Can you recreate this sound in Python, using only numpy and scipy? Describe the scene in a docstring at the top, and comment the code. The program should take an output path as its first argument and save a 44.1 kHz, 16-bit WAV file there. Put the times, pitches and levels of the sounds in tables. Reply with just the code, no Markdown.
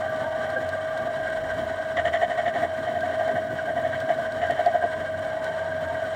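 """An electric potter's wheel spins at a steady speed in an open yard.
From the start the motor whines, bearing knocks ring the frame, and a low rumble lies beneath faint wavering tones.
The drive rubs about twelve times a second; bright ticks and dull bumps, made of short noise, soon join in.
From about two to five seconds, hands press on the clay in spells: the drive slips each turn, and chatters
in short rasping bursts of resonant noise with a squeal."""
import sys
import numpy as np
from scipy import signal
from scipy.fft import rfft, irfft
from scipy.io import wavfile
from scipy.ndimage import uniform_filter1d

SR = 44100
rng = np.random.default_rng(int(sys.argv[2]) if len(sys.argv) > 2 else 0)


def store_pcm(level_fs):
    """Save levels as 16-bit WAV."""
    pcm = np.round(np.clip(level_fs, -1, 1) * 32767).astype(np.int16)
    wavfile.write(sys.argv[1], SR, np.atleast_2d(pcm).T)


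N = 271215

DRIVE_HZ = 12.27  # turns a second
TIGHT_SPOT_S = 0.034  # when the drive first passes its tight spot


def from_db(db):
    """Decibels to gain."""
    return 10 ** (np.asarray(db) / 20)


def rms_one(x):
    """Scale to rms 1."""
    return x / np.sqrt(np.mean(x ** 2) + 1e-20)


def clock():
    """Time of every sample, in seconds."""
    return np.arange(N) / SR


def in_time(rows):
    """The columns of a curve table, drawn as straight lines between its times."""
    times_s, *columns = np.transpose(rows)
    return [np.interp(clock(), times_s, column) for column in columns]


def drift(rate_hz):
    """Slow random wandering with a spread of about 1: noise through two equal low-pass poles."""
    step = 40  # samples between the computed points
    pole = np.exp(-2 * np.pi * rate_hz * step / SR)
    warm_up = 2000
    noise = rng.standard_normal(N // step + 2 + warm_up)
    slow = signal.lfilter([1], [1, -2 * pole, pole * pole], noise)[warm_up:]
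    return np.interp(np.arange(N) / step, np.arange(len(slow)), rms_one(slow))


def sine(hz):
    """A tone of rms 1 that follows a pitch curve."""
    return np.sqrt(2) * np.sin(2 * np.pi * np.cumsum(hz) / SR)


def coloured_noise(colour):
    """Noise of rms 1 shaped by a spectrum curve, falling away steeply below its first frequency."""
    hz, db = np.transpose(colour)
    bins_hz = np.maximum(np.arange(N // 2 + 1) * SR / (2 * (N // 2)), 1)
    gain = from_db(np.interp(np.log(bins_hz), np.log(hz), db))
    gain = gain * np.minimum(bins_hz / hz[0], 1) ** 2
    return rms_one(irfft(rfft(rng.standard_normal(N)) * gain, N))


def resonate(forces, modes):
    """Parallel resonances, each of two equal stages; neighbours in the list are driven from different contacts."""
    out = np.zeros(N)
    for k, (hz, width_hz, db) in enumerate(modes):
        r = np.exp(-np.pi * width_hz / SR)
        peak_gain = (1 - r * r) / 2
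        stage = [peak_gain, 0, -peak_gain, 1, -2 * r * np.cos(2 * np.pi * hz / SR), r * r]
        ringing = signal.sosfilt([stage, stage], forces[k % 2] + 1e-18)
        # a narrow mode catches less of a white force, so it is raised
        out += from_db(db) * np.sqrt(2 * SR / (np.pi * width_hz)) * ringing
    return out


def impacts(per_s, spread_db):
    """Tiny random knocks of uneven strength and either sign at two contacts, rms 1."""
    born = rng.random((2, N)) < per_s / SR
    strength = from_db(spread_db * rng.standard_normal((2, N)))
    return rms_one(born * rng.choice([-1, 1], (2, N)) * strength)


def settle(ringing, window_s):
    """A driven vibration gains energy as fast as it loses it, so its level settles near rms 1."""
    power = np.abs(uniform_filter1d(ringing ** 2, max(int(window_s * SR), 1)))
    return ringing / np.sqrt(power + 1e-12)


def sustained(modes, per_s, settle_s):
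    """Modes kept ringing at an even level by friction, made of dense tiny knocks."""
    return settle(resonate(impacts(per_s, spread_db=1.0), modes), settle_s)


def gate(start_s, length_s, attack_s, release_s):
    """Opens and closes with straight slopes, half open at the start and at the end."""
    t = clock()
    opening = (t - start_s) / attack_s
    closing = (start_s + length_s - t) / release_s
    return np.clip(np.minimum(opening, closing) + .5, 0, 1)


def each_turn(lag_s, length_s, attack_s, release_s, uneven_db, jitter_s):
    """One push near the tight spot of every turn of the drive, each a little different in time and strength."""
    spots_s = np.arange(TIGHT_SPOT_S, N / SR, 1 / DRIVE_HZ)
    chance = rng.standard_normal((len(spots_s), 2))
    pushes = np.zeros(N)
    for spot_s, (strong, late) in zip(spots_s, chance):
        start_s = spot_s + lag_s + jitter_s * late - length_s / 2
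        pushes += from_db(uneven_db * strong) * gate(start_s, length_s, attack_s, release_s)
    return pushes


def whine(swing):
    """The motor's tone, roughened by its housing, throbs with the drive; a thin tone flutters above, a hum below."""
    # path of the motor tone: time_s, pitch_hz, relative_level_db
    motor_curve = [(0, 635, -30.5), (.7, 638.4, -31), (1.8, 640, -31.5), (2.9, 638.5, -32),
                   (3.25, 642, -27.5), (3.5, 637, -33), (3.85, 642.4, -30.5), (5.0, 636.2, -32),
                   (6.15, 641.4, -30.5)]
    # resonance of the motor housing: pitch_hz, stage_width_hz, level_against_tone_db
    housing_modes = [(645, 64, -4.5)]
    hz, level_db = in_time(motor_curve)
    hz = hz + 2.216 * drift(12.6)
    rough = sine(hz) + resonate(impacts(per_s=5000, spread_db=1.5), housing_modes)
    tone = from_db(level_db + 1.48 + 0.2 * swing) * settle(rough, .06)

    upper_db = level_db - 16.5 + 1.4 * swing + 1.4 * drift(23)
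    upper = from_db(upper_db) * sine(hz * 5 / 2 + 11 * drift(29.0))
    hum = from_db(-50 + 3.4 * drift(4.1)) * sine(90.6 + 4 * drift(7.3))
    return tone + upper + hum


def bearings(swing, throb_db=0.03, uneven_db=1.8, hiss_db=-43.5, hiss_share=1.0):
    """Dense rolling knocks ring the frame and hiss, very slightly harder once in each turn of the drive."""
    # frame resonances: pitch_hz, stage_width_hz, level_db
    frame_modes = [(419, 34, -55), (584, 130, -47.5), (692.5, 52, -39), (782.5, 45, -48), (996, 100, -51),
                   (1176, 150, -49.5), (1520, 86, -44), (1595.3, 74, -45), (1691, 87, -51.5),
                   (1818, 68, -50.5), (1917, 80, -48.5), (2117, 21, -61), (2228, 81, -56), (2600, 45, -73),
                   (2950, 260, -58), (3117, 77, -56), (3254, 40, -64), (3455, 160, -63), (3880, 99, -64),
                   (4140, 100, -68.5), (5635, 310, -66.5), (6950, 900, -66.5), (8140, 120, -74.5),
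                   (8410, 190, -71)]
    # spectrum of the running wheel's broad hiss: frequency_hz, relative_density_db (per Hz)
    hiss_colour = [(300, -13), (600, 4), (850, -4), (1050, -1.5), (1360, -7.5), (2000, -8), (2420, -18),
                   (3600, -16), (4900, -22.5), (6300, -30.5), (8800, -25.5), (10500, -40.5), (12500, -41),
                   (14000, -35.5), (16000, -40)]
    load_db = throb_db * swing + uneven_db * drift(25.0)
    grind = resonate(impacts(per_s=5000, spread_db=3.0) * from_db(load_db), frame_modes)
    hiss = from_db(hiss_db + hiss_share * load_db) * coloured_noise(hiss_colour)
    return grind + hiss


def yard(rumble_trim_db=0.5, deep_trim_db=4.0, tones_trim_db=-1.5, waver=0.012, flicker_db=4.5):
    """Low rumble from two bands of noise, and faint tones that waver in pitch and flicker in level."""
    # level of the rumble: time_s, relative_deep_level_db, relative_body_level_db
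    rumble_curve = [(0, -62, -44), (1.0, -61.5, -44), (1.45, -54, -42.5), (2.1, -62, -43.5),
                    (3.1, -66, -43), (3.6, -65, -42.5), (3.95, -63, -41.5), (4.6, -59.5, -45),
                    (6.15, -65, -44)]
    # spectrum of the rumble's body: frequency_hz, relative_density_db (per Hz)
    body_colour = [(60, -15), (100, 3.5), (135, 7), (185, -2), (235, 6.5), (290, 5.5), (350, -1.5),
                   (430, -1.5), (560, -1), (900, -39)]
    # spectrum of its deep part: frequency_hz, relative_density_db (per Hz)
    deep_colour = [(20, -15.5), (40, 0), (58, 5), (72, 0), (105, 5.5), (160, -13.5), (400, -42.5)]
    # faint tones that come and go: start_s, length_s, start_pitch_hz, end_pitch_hz, relative_level_db
    faint_tones = [(0.0, 1.1, 782, 781, -43.5), (0.0, 1.18, 1168, 1174, -45.5),
                   (0.234, 0.13, 925, 920, -42), (4.19, 0.11, 1030, 1030, -48),
                   (4.797, 0.23, 1020, 1000, -47.5), (4.9, 1.3, 160.6, 162.3, -51.5),
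                   (5.297, 0.212, 847, 870, -45), (5.506, 0.25, 885, 975, -46.5),
                   (5.801, 0.2, 910, 900, -47.5)]
    deep_db, body_db = in_time(rumble_curve)
    out = from_db(body_db + rumble_trim_db + 2.46 * drift(10.6)) * coloured_noise(body_colour)
    out += from_db(deep_db + deep_trim_db) * coloured_noise(deep_colour)
    for start_s, length_s, start_hz, end_hz, db in faint_tones:
        glide_hz = np.interp(clock(), [start_s, start_s + length_s], [start_hz, end_hz])
        hz = glide_hz * (1 + waver * drift(36.0))
        level = from_db(db + tones_trim_db + flicker_db * drift(21))
        out += level * gate(start_s, length_s, 0.067, 0.029) * sine(hz)
    return out


def rubs(length_s=0.027, lead_s=0.015, edge_s=0.024, hard_trim_db=-4.5):
    """The drive brushes lightly before its tight spot, now and then harder, and sets its resonances singing."""
    # strength of the light brushing: time_s, level_db
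    brush_curve = [(0, -39), (1.1, -37), (1.8, -43), (2.7, -49), (3.1, -34.5), (4.7, -34.5), (6.15, -39.5)]
    # hardest rubs: time_s, relative_level_db
    hard_rubs = [(.091, -25), (0.576, -22.5), (.739, -26), (0.865, -33), (.989, -28.5), (1.28, -25.5),
                 (1.521, -25.5), (3.599, -25.5), (4.833, -25)]
    # what the rubs ring with: pitch_hz, stage_width_hz, relative_level_db
    rub_modes = [(1525, 110, -15), (1595, 31, -8), (3100, 370, -36)]
    light_db, = in_time(brush_curve)
    light = from_db(light_db) * each_turn(lag_s=-0.017, length_s=0.027, attack_s=0.038, release_s=0.031,
                                          uneven_db=4.0, jitter_s=0.0086)
    hard = sum(from_db(db + hard_trim_db) * gate(time_s - lead_s, length_s, edge_s, edge_s)
               for time_s, db in hard_rubs)
    return np.maximum(light, hard) * sustained(rub_modes, per_s=4800, settle_s=0.051)


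def ticks(tick_trim_db=-2, speck_db=-69, decay_s=.004):
    """Short bright snaps, as of wet clay under the fingers, decay at once; finer specks ring at random."""
    # small wet ticks: time_s, relative_level_db
    tick_hits = [(0.161, -44), (0.502, -39), (0.6897, -37), (0.975, -38), (3.0076, -40), (3.279, -41),
                 (4.0033, -38), (4.322, -40), (4.508, -35), (4.6607, -38.5), (5.443, -36)]
    # spectrum of the ticks: frequency_hz, relative_density_db (per Hz)
    tick_colour = [(800, -2), (2500, 8.5), (4200, 15.5), (6000, 1), (8400, 6), (10500, -9), (14000, -8),
                   (16000, -8)]
    # what the specks ring with: pitch_hz, stage_width_hz, relative_level_db
    speck_modes = [(8200, 690, -5), (13000, 2000, -11)]
    hits = np.zeros(N)
    for time_s, db in tick_hits:
        hits[round(time_s * SR)] = from_db(db + tick_trim_db)
    envelope = signal.lfilter([1], [1, -np.exp(-1 / (decay_s * SR))], hits)
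    snaps = envelope * coloured_noise(tick_colour)
    specks = resonate(impacts(per_s=7.8, spread_db=1.5), speck_modes)
    return snaps + from_db(speck_db) * specks


def bumps():
    """Short dull bumps in the low middle, each a single mode kept ringing while its gate is open."""
    # start_s, length_s, pitch_hz, stage_width_hz, level_db
    dull_bumps = [(0.558, 0.037, 510, 60.3, -33), (3.283, 0.056, 460, 220, -39)]
    out = np.zeros(N)
    for start_s, length_s, hz, width_hz, db in dull_bumps:
        ringing = sustained([(hz, width_hz, 0)], per_s=2600, settle_s=0.035)
        out += from_db(db) * gate(start_s, length_s, 0.012, 0.016) * ringing
    return out


def pressure(edge_s=0.01):
    """Strength of boom and rasp: each changes evenly in decibels through a spell of pressure on the clay."""
    # start_s, end_s, then relative levels: first_boom_db, last_boom_db, first_rasp_db, last_rasp_db
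    spells = [(1.943, 2.273, -23.5, -19, -27, -30), (2.301, 2.68, -25, -20, -32.5, -34),
              (2.84, 3.42, -26, -24.5, -42, -37.5), (3.665, 3.99, -21, -31.5, -41, -33.5),
              (4.08, 4.14, -19.5, -20, -37, -39), (4.389, 4.89, -23.5, -18.5, -32.5, -43.5)]
    boom, rasp = np.zeros((2, N))
    for start_s, end_s, first_boom, last_boom, first_rasp, last_rasp in spells:
        held = gate(start_s, end_s - start_s, edge_s, edge_s)
        boom += held * from_db(np.interp(clock(), [start_s, end_s], [first_boom, last_boom]))
        rasp += held * from_db(np.interp(clock(), [start_s, end_s], [first_rasp, last_rasp]))
    return boom, rasp


def chatter(boom, rasp, body_db=-5.0, squeal_db=-3.0, squeal_hz=692.5, squeal_waver_hz=5.87):
    """Under load the drive slips for about half of each turn: it rasps, and the frame booms and squeals."""
    # low ringing of the chatter: pitch_hz, stage_width_hz, relative_level_db
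    boom_modes = [(235, 200, -19), (448, 166, -13), (644.5, 64, 2), (700, 61, -2), (795, 42, -9.5)]
    # high ringing of the chatter: pitch_hz, stage_width_hz, relative_level_db
    rasp_modes = [(1240, 420, -8), (1804, 130, -1), (1880, 115, 3), (1980, 140, -6.5), (2130, 14, -18.5),
                  (2210, 15, -11.5), (3060, 310, -8), (3470, 560, -15.5), (5250, 2200, -25),
                  (7100, 240, -26.5)]
    booming = boom * each_turn(lag_s=-0.0013, length_s=0.034, attack_s=0.0082, release_s=0.02,
                               uneven_db=0.66, jitter_s=0.0014)
    rasping = rasp * each_turn(lag_s=-0.00084, length_s=0.043, attack_s=0.0088, release_s=0.028,
                               uneven_db=1.3, jitter_s=0.0018)
    squeal = from_db(squeal_db + 1.8 * drift(52)) * sine(squeal_hz + squeal_waver_hz * drift(31.2))
    body = from_db(body_db) * sustained(boom_modes, per_s=1200, settle_s=0.023)
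    scrape = sustained(rasp_modes, per_s=760, settle_s=0.029)
    return booming * (squeal + body) + rasping * scrape


def scene(swing_lead_s=0.0076):
    """The wheel close by, in open air; whine and bearings throb with the turning drive."""
    # peaks once a turn, just before the tight spot
    swing = np.sqrt(2) * np.cos(2 * np.pi * DRIVE_HZ * (clock() - TIGHT_SPOT_S + swing_lead_s))
    boom, rasp = pressure()
    machine = whine(swing) + bearings(swing) + rubs() + chatter(boom, rasp)
    return (machine + yard() + ticks() + bumps())[None]


def record(dry):
    """The top is cut steeply above 15.8 kHz by an elliptic low-pass."""
    low_pass = signal.ellip(12, .1, 90, 15800, fs=SR, output="sos")
    return signal.sosfilt(low_pass, dry)


dry = scene()
out = record(dry)
store_pcm(out)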